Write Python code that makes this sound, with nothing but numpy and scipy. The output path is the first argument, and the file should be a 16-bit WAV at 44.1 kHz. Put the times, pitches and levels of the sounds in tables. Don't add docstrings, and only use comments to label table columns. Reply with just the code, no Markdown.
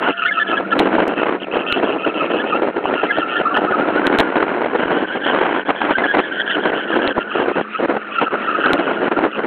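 import sys
import numpy as np
from scipy import signal
from scipy.fft import rfft, irfft, next_fast_len
from scipy.io import wavfile
from scipy.ndimage import uniform_filter1d

SR = 44100
rng = np.random.default_rng(int(sys.argv[2]) if len(sys.argv) > 2 else 0)


def to_wav(s):
    ch = np.atleast_2d(s).T
    pcm = np.round(np.clip(ch, -1, 1) * 32767)
    wavfile.write(sys.argv[1], SR, pcm.astype(np.int16))


def magnitude_from_level(level_db):
    exponent = np.asarray(level_db, float) / 20
    return 10 ** exponent


N = 417186

# start_s, slip_pitch_hz, scrub_between_spells_db,
# wind_between_gusts_db, wind_sharpness_db
SLOW = [(0, 1398, -22, -40, 6), (0.8, 1396, -27, -26, -2), (1.27, 1372, -32.5, -33, 3.5),
        (1.45, 1371, -34.5, -26, 0), (2.2, 1346, -26.5, -27.5, -4), (3, 1383, -26, -26.5, 0),
        (3.6, 1374, -19.5, -27.5, -3), (4.2, 1433, -22.5, -32, 3), (5, 1500, -30.5, -27.5, 2.5),
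        (5.7, 1587, -33.5, -28, 7), (6.4, 1580, -29, -28, 2), (7, 1521, -22, -26.5, -1),
        (7.7, 1341, -28, -39.5, -0.5), (8.2, 1370, -20, -28.5, 1.5), (8.9, 1428, -19.5, -23, 0.5),
        (9.46, 1387, -24, -25.5, 1)]


def evened(x):
    return x / np.sqrt(np.mean(x ** 2) + 1e-20)


def curve(rows, column):
    rows = np.array(rows)
    return np.interp(np.arange(N) / SR, rows[:, 0], rows[:, column])


def colour(x, points):
    size = next_fast_len(N)
    hz, db = np.transpose(points)
    bins_hz = np.fft.rfftfreq(size, 1 / SR)
    shape_db = np.interp(np.log(bins_hz + 1), np.log(hz + 1), db)
    return evened(irfft(rfft(x, size) * magnitude_from_level(shape_db), size)[:N])


def wander(hz):
    knots = rng.standard_normal(N // 20 + 2)
    smooth = signal.lfilter(*signal.butter(2, min(hz * 40 / SR, .99)), knots)
    return evened(np.interp(np.arange(N) / 20, np.arange(len(knots)), smooth))


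def humps(rows, column, sharp):
    out = np.zeros(N)
    for row in rows:
        start, length = row[0] * SR, row[1] * SR / 1000
        at = np.arange(max(int(start - length), 0), min(int(start + 2 * length), N))
        from_middle = abs((at - start - length / 2) / (0.52 * length))
        out[at] += magnitude_from_level(row[column]) * np.exp(-from_middle ** sharp)
    return out


def slips():
    # first_s, last_s, period_s, scrub_level_db, overtone_level_db
    runs = [
        (0.023, 0.473, .147, -30, -31),
        (0.779, 1.076, 0.13, -37, -36.5),
        (1.514, 2.455, .158, -34.5, -30),
        (2.94, 3.283, 0.17, -25.5, -34),
        (4.772, 5.5, 0.16, -30.5, -36.5),
        (5.757, 7.02, .14, -27, -34),
    ]
    # start_s, length_ms, scrub_level_db, overtone_level_db
    singles = [(.239, 52, -36, -41.5), (.708, 36, -34.5, -33), (1.17, 76, -30.5, -30),
               (1.402, 46, -39.5, -30.5), (1.664, 88, -26, -30), (2.84, 54, -41, -33.5),
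               (3.543, 36, -20.5, -33.5), (3.692, 62, -32.5, -63), (3.931, 60, -34.5, -42),
               (5.24, 85, -25.5, -31.5), (5.657, 60, -36, -36), (6.39, 34, -24.5, -33),
               (6.494, 62, -23.5, -29), (7.202, 29, -31.5, -35), (7.304, 140, -28.5, -34),
               (7.524, 110, -34.5, -37.5), (7.732, 64, -35, -36.5), (8.113, 140, -32.5, -31.5),
               (8.421, 150, -27.5, -41.5), (8.317, 49, -32, -52), (8.605, 100, -20, -35.5),
               (8.775, 180, -44.5, -39.5), (9.031, 36, -41, -39), (9.317, 56, -34.5, -31)]
    slip_share = 0.77
    hops = []
    for first, last, period, *levels_db in runs:
        for s in np.linspace(first, last, round((last - first) / period) + 1):
            hops.append((s, 1000 * slip_share * period, *levels_db))
    return np.vstack([np.array(hops), singles])


def rubber(hz, jitter):
    shaky_hz = hz * (1 + jitter * wander(147))
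    return np.sqrt(2) * np.exp(2j * np.pi * np.cumsum(shaky_hz) / SR)


def scrub():
    wide = 1 + np.interp(np.arange(N) / SR, (5.5, 6.9), [0, .5])
    outer = [(curve(SLOW, 1) * ratio ** wide, db) for ratio, db in [(.92, -5), (1, 0), (1.07, -7)]]
    inner = [(1600, -13), (1760, -9)]  # hz, level_db
    out = np.zeros(N, complex)
    for hz, db in outer + inner:
        grip_db = 4.5 * wander(40)
        pitch_hz = hz * (1 + .03 * wide * wander(18))
        out += magnitude_from_level(db + grip_db) * rubber(pitch_hz, .021 * wide ** 2)
    level = humps(slips(), column=2, sharp=1.7) + magnitude_from_level(curve(SLOW, 2) - 7.0)
    return level * out / np.std(out.real)


def chirps():
    # middle_s, pitch_hz, level_db
    outer = [(.204, 1384, -25.5), (.229, 1310, -19.5), (.258, 1424, -16.5), (.383, 1324, -15),
             (.538, 1327, -17), (.731, 1358, -17.5), (2.211, 1302, -20), (2.533, 1266, -17.5),
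             (2.559, 1338, -23.5), (3.228, 1373, -18), (3.365, 1392, -21.5), (3.462, 1216, -16),
             (3.476, 1298, -16), (3.574, 1419, -21.5), (3.687, 1314, -20.5), (3.744, 1271, -19.5),
             (3.82, 1424, -19), (3.977, 1486, -22), (4.051, 1518, -21.5), (5.96, 1546, -13.5),
             (6.046, 1683, -20), (6.09, 1626, -21.5), (6.113, 1611, -18), (7.758, 1293, -24),
             (8.188, 1356, -19.5), (8.275, 1300, -18), (8.487, 1298, -17), (8.511, 1360, -21),
             (8.555, 1292, -18), (9.173, 1398, -21.5)]
    # middle_s, pitch_hz, level_db
    inner = [(.271, 1797, -19), (0.291, 2110, -20), (.32, 1690, -18.5), (.408, 1690, -19),
             (.424, 1750, -16.5), (0.479, 1706, -26), (.51, 1700, -26), (.58, 1651, -19),
             (0.725, 1685, -21.5), (2.406, 1702, -24.5), (3.103, 2100, -25.5), (3.112, 1664, -17.5),
             (3.372, 1775, -23), (3.52, 1150, -23.5), (3.569, 1722, -18), (5.996, 2020, -27),
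             (6.411, 1681, -27), (6.476, 1713, -25.5), (8.654, 1595, -21), (8.698, 1597, -25)]
    t, out = np.arange(N) / SR, np.zeros(N, complex)
    for block in range(3):
        middle, hz, db = np.transpose(sorted(outer + inner)[block::3])
        ms = 21 * magnitude_from_level(-.35 * (db + 20))
        start = middle - ms / 2000
        edges = np.ravel([start, start + ms / 1000], "F")
        pitch_hz = np.interp(t, edges, np.repeat(hz, 2)) * (1 + .015 * wander(30))
        rows = np.transpose([start, ms, hz, db])
        flutter = magnitude_from_level(2.1 + 2.2 * wander(120))
        out += humps(rows, column=3, sharp=4) * flutter * rubber(pitch_hz, .016)
    return out


def tyres():
    # hz, level_db
    reach = [(1900, -33), (2580, 0), (3300, -5), (4300, -28)]
    # start_s, pitch_hz, level_db
    paired = [(0, 682.4, -36), (.6, 688.7, -43), (1.9, 665, -42.5), (2.7, 654.6, -42), (3.2, 728, -42),
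              (3.7, 723.4, -34), (4.4, 706, -49.5), (9.46, 710, -68.5)]
    squeal = chirps() + scrub()
    size = uniform_filter1d(abs(squeal), 500) + 1e-4
    squared = (squeal ** 2 * np.exp(.35j * wander(300))).real
    overtone = colour(squared / size ** 1.7, reach)
    overtone_level = humps(slips(), column=3, sharp=40) + magnitude_from_level(curve(SLOW, 2) - 20.5)
    half_hz = curve(paired, 1) * (1 + .008 * wander(3))
    half_rate = magnitude_from_level(curve(paired, 2) + 3 * wander(12)) * rubber(half_hz, .008)
    return squeal.real + overtone_level * overtone + half_rate.real


def engine():
    # start_s, firing_hz, level_db
    revs = [
        (0, 189, -43),
        (.8, 198.5, -28.5),
        (1.5, 187.8, -38.5),
        (5.5, 194, -42),
        (6.4, 204.8, -39),
        (7.3, 210.4, -35.5),
    ]
    # multiple_of_firing, level_db
    orders = [(1, -6), (2, -20)]
    firing_hz = curve(revs, 1) * (1 + .004 * wander(6.3) + .03 * wander(40))
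    turn = 2 * np.pi * np.cumsum(firing_hz) / SR
    drone = sum(magnitude_from_level(db + 3 * wander(12)) * np.sin(k * turn) for k, db in orders)
    return np.sqrt(2) * magnitude_from_level(curve(revs, 2)) * drone


def rolling():
    # hz, level_db
    hiss = [(35, -69), (60, -39), (289, -7.5), (1050, -32), (1270, -10.5), (1390, -20.5), (1570, -10),
            (2190, 2.5), (2620, 1.5), (3000, -13.5), (4070, -20), (5290, -69.5), (8950, -120)]
    return magnitude_from_level(-43 + 4 * wander(13)) * colour(rng.standard_normal(N), hiss)


def wind():
    # start_s, length_ms, level_db
    gusts = [(.009, 106, -17), (.49, 140, -20), (.731, 447, -16.5), (1.165, 202, -17.5), (1.522, 104, -21),
             (1.759, 215, -18), (2.152, 123, -20.5), (2.3, 210, -21.5), (2.533, 171, -17.5),
             (2.839, 125, -18), (3.355, 63, -28), (3.531, 140, -19.5), (3.76, 620, -17),
             (4.365, 182, -19.5), (4.555, 160, -18), (4.726, 327, -18), (5.257, 330, -17),
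             (5.812, 122, -17.5), (5.979, 89, -17.5), (6.138, 74, -17), (6.55, 233, -17), (6.9, 247, -19),
             (7.34, 181, -17), (7.558, 56.6, -13), (7.791, 74, -15), (7.887, 87, -16.5),
             (8.649, 110, -17.5), (8.865, 81, -20.5), (9.003, 110, -15.5), (9.162, 116, -15.5)]
    # peak_s, level_db
    buffets = [(0.083, -21.5), (.81, -7), (0.996, -10.5), (1.088, -12), (.926, -29), (1.836, -10.5),
               (2.075, -7.5), (2.311, -14.5), (2.346, -12.5), (2.626, -14.5), (2.775, -12), (3.041, -9.5),
               (3.185, -11), (3.407, -12.5), (3.714, -12), (4.134, -11), (4.202, -7), (4.408, -13.5),
               (5.162, -14.5), (5.699, -10), (4.913, -11.5), (7.048, -13), (7.18, -10), (8.226, -7.5),
               (8.34, -12.5), (8.592, -18), (8.801, -10.5), (9.119, -11), (9.389, -15), (9.448, -13.5)]
    # hz, level_db
    rumble = [(15, -55.5), (25, -32), (102, -21.5), (302, 8), (538, 4), (1020, -4), (1180, -8),
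              (1460, -6.5), (2390, -18), (3150, -23.5), (4070, -49.5), (5290, -71.5), (8950, -120)]
    t = np.arange(0, N + 40, 40) / SR
    hits = np.zeros(len(t))
    for s, db in buffets:
        rise_or_fall_ms = np.where(t < s, 10.8, 12.5)
        hits += magnitude_from_level(2 * db) * np.exp(-1.38 * ((t - s) * 1000 / rise_or_fall_ms) ** 2)
    hits = np.interp(np.arange(N) / SR, t, hits) * magnitude_from_level(-4.5)
    spells = humps(gusts, column=2, sharp=13) * magnitude_from_level(3 * wander(27) - 1.0)
    gust = np.sqrt(hits + spells ** 2 + magnitude_from_level(2 * curve(SLOW, 3)))

    eddies = magnitude_from_level(4.46 * wander(90))
    body = colour(rng.standard_normal(N) * eddies, rumble)
    body = evened(body / uniform_filter1d(body ** 2, 600) ** .35)
    upper = signal.lfilter(*signal.butter(2, 730 * 2 / SR, "high"), body)
    sharpness = magnitude_from_level(curve(SLOW, 4)) * (gust / 0.08) ** 0.2
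    return gust * (body + (sharpness - 1) * upper)


def scene():
    # start_s, length_ms, share_lost_db
    lulls = [(.135, 46, -5.5), (1.14, 36, -3.5), (1.385, 31, -4.5), (1.45, 18.5, -3), (1.81, 18, -8.5),
             (2.605, 13, -5), (2.715, 27, -4.5), (4.31, 48, -6.5), (4.45, 14, -7), (4.69, 18, -8),
             (4.765, 23, -7), (4.86, 12, -2), (5.06, 10, -2), (5.635, 15.1, 0.5), (5.94, 27, -3.5),
             (6.6, 25, -5.5), (6.705, 14, -2.5), (7.125, 25, -2), (7.86, 11, -4.5), (8.0, 180, -10),
             (8.285, 22, -3), (9.09, 23, -1.5), (9.145, 19, -7), (9.29, 62, -3.5)]
    car = tyres() + engine() + rolling()
    lull = 1 - humps(lulls, column=2, sharp=20.0)
    return (car * abs(lull) ** 0.41 + wind() * lull)[None]


def add(x, s, shape, hush_s):
    near = x[round(s * SR) - len(shape) // 2:][:len(shape)]
    from_middle_s = (np.arange(len(shape)) - len(shape) // 2) / SR
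    near *= 1 - np.exp(-(from_middle_s / hush_s) ** 2)
    near += shape


def converter(x, edge_hz):
    # peak_s, signed_size
    cracks = [(.7921, -1.15), (.7956, -1.35), (1.7251, -1.13), (4.0695, 1.27), (4.1876, -1.35),
              (4.1993, -1.2), (4.2037, 1.35), (7.0767, -.95), (8.7335, -1.3)]
    # peak_s, signed_size
    slaps = [(.984, .712), (2.8566, .72), (3.5721, -.86), (7.181, .715)]
    # click_s, step_size
    small_click = (1.08, .2)
    ceiling = .705
    t = np.arange(-200, 201) / SR
    spike = np.sinc(2 * edge_hz * t) * np.hanning(len(t)) ** 4
    flip = spike - .3 * np.exp(-((t - .00012) / .0005) ** 2)
    for s, size in cracks:
        add(x, s, size * flip, .0006)
    slap = np.exp(-(t / .0009) ** 2) * np.cos(2 * np.pi * 900 * t)
    for s, size in slaps:
        add(x, s, size * slap, .0009)
    x = np.clip(x, -ceiling, ceiling)
    jump = np.sign(t) * np.exp(-abs(t) / .0005) / 2
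    add(x, small_click[0], small_click[1] * jump, .0003)
    return x


def low_pass(x):
    return signal.sosfilt(signal.butter(12, 15900, fs=SR, output="sos"), x)


def record(dry):
    edge_hz = 4230
    x = dry[0] / (1 + (dry[0] / .59) ** 6) ** (1 / 6)
    loudness = np.sqrt(abs(uniform_filter1d(x ** 2, 350)))
    x += magnitude_from_level(-23) * loudness * rng.standard_normal(N)
    x = signal.oaconvolve(x, signal.firwin(255, edge_hz, window=("kaiser", 9), fs=SR), "same")
    x = converter(x, edge_hz)
    return low_pass(x[None])


dry = scene()
out = record(dry)
to_wav(out)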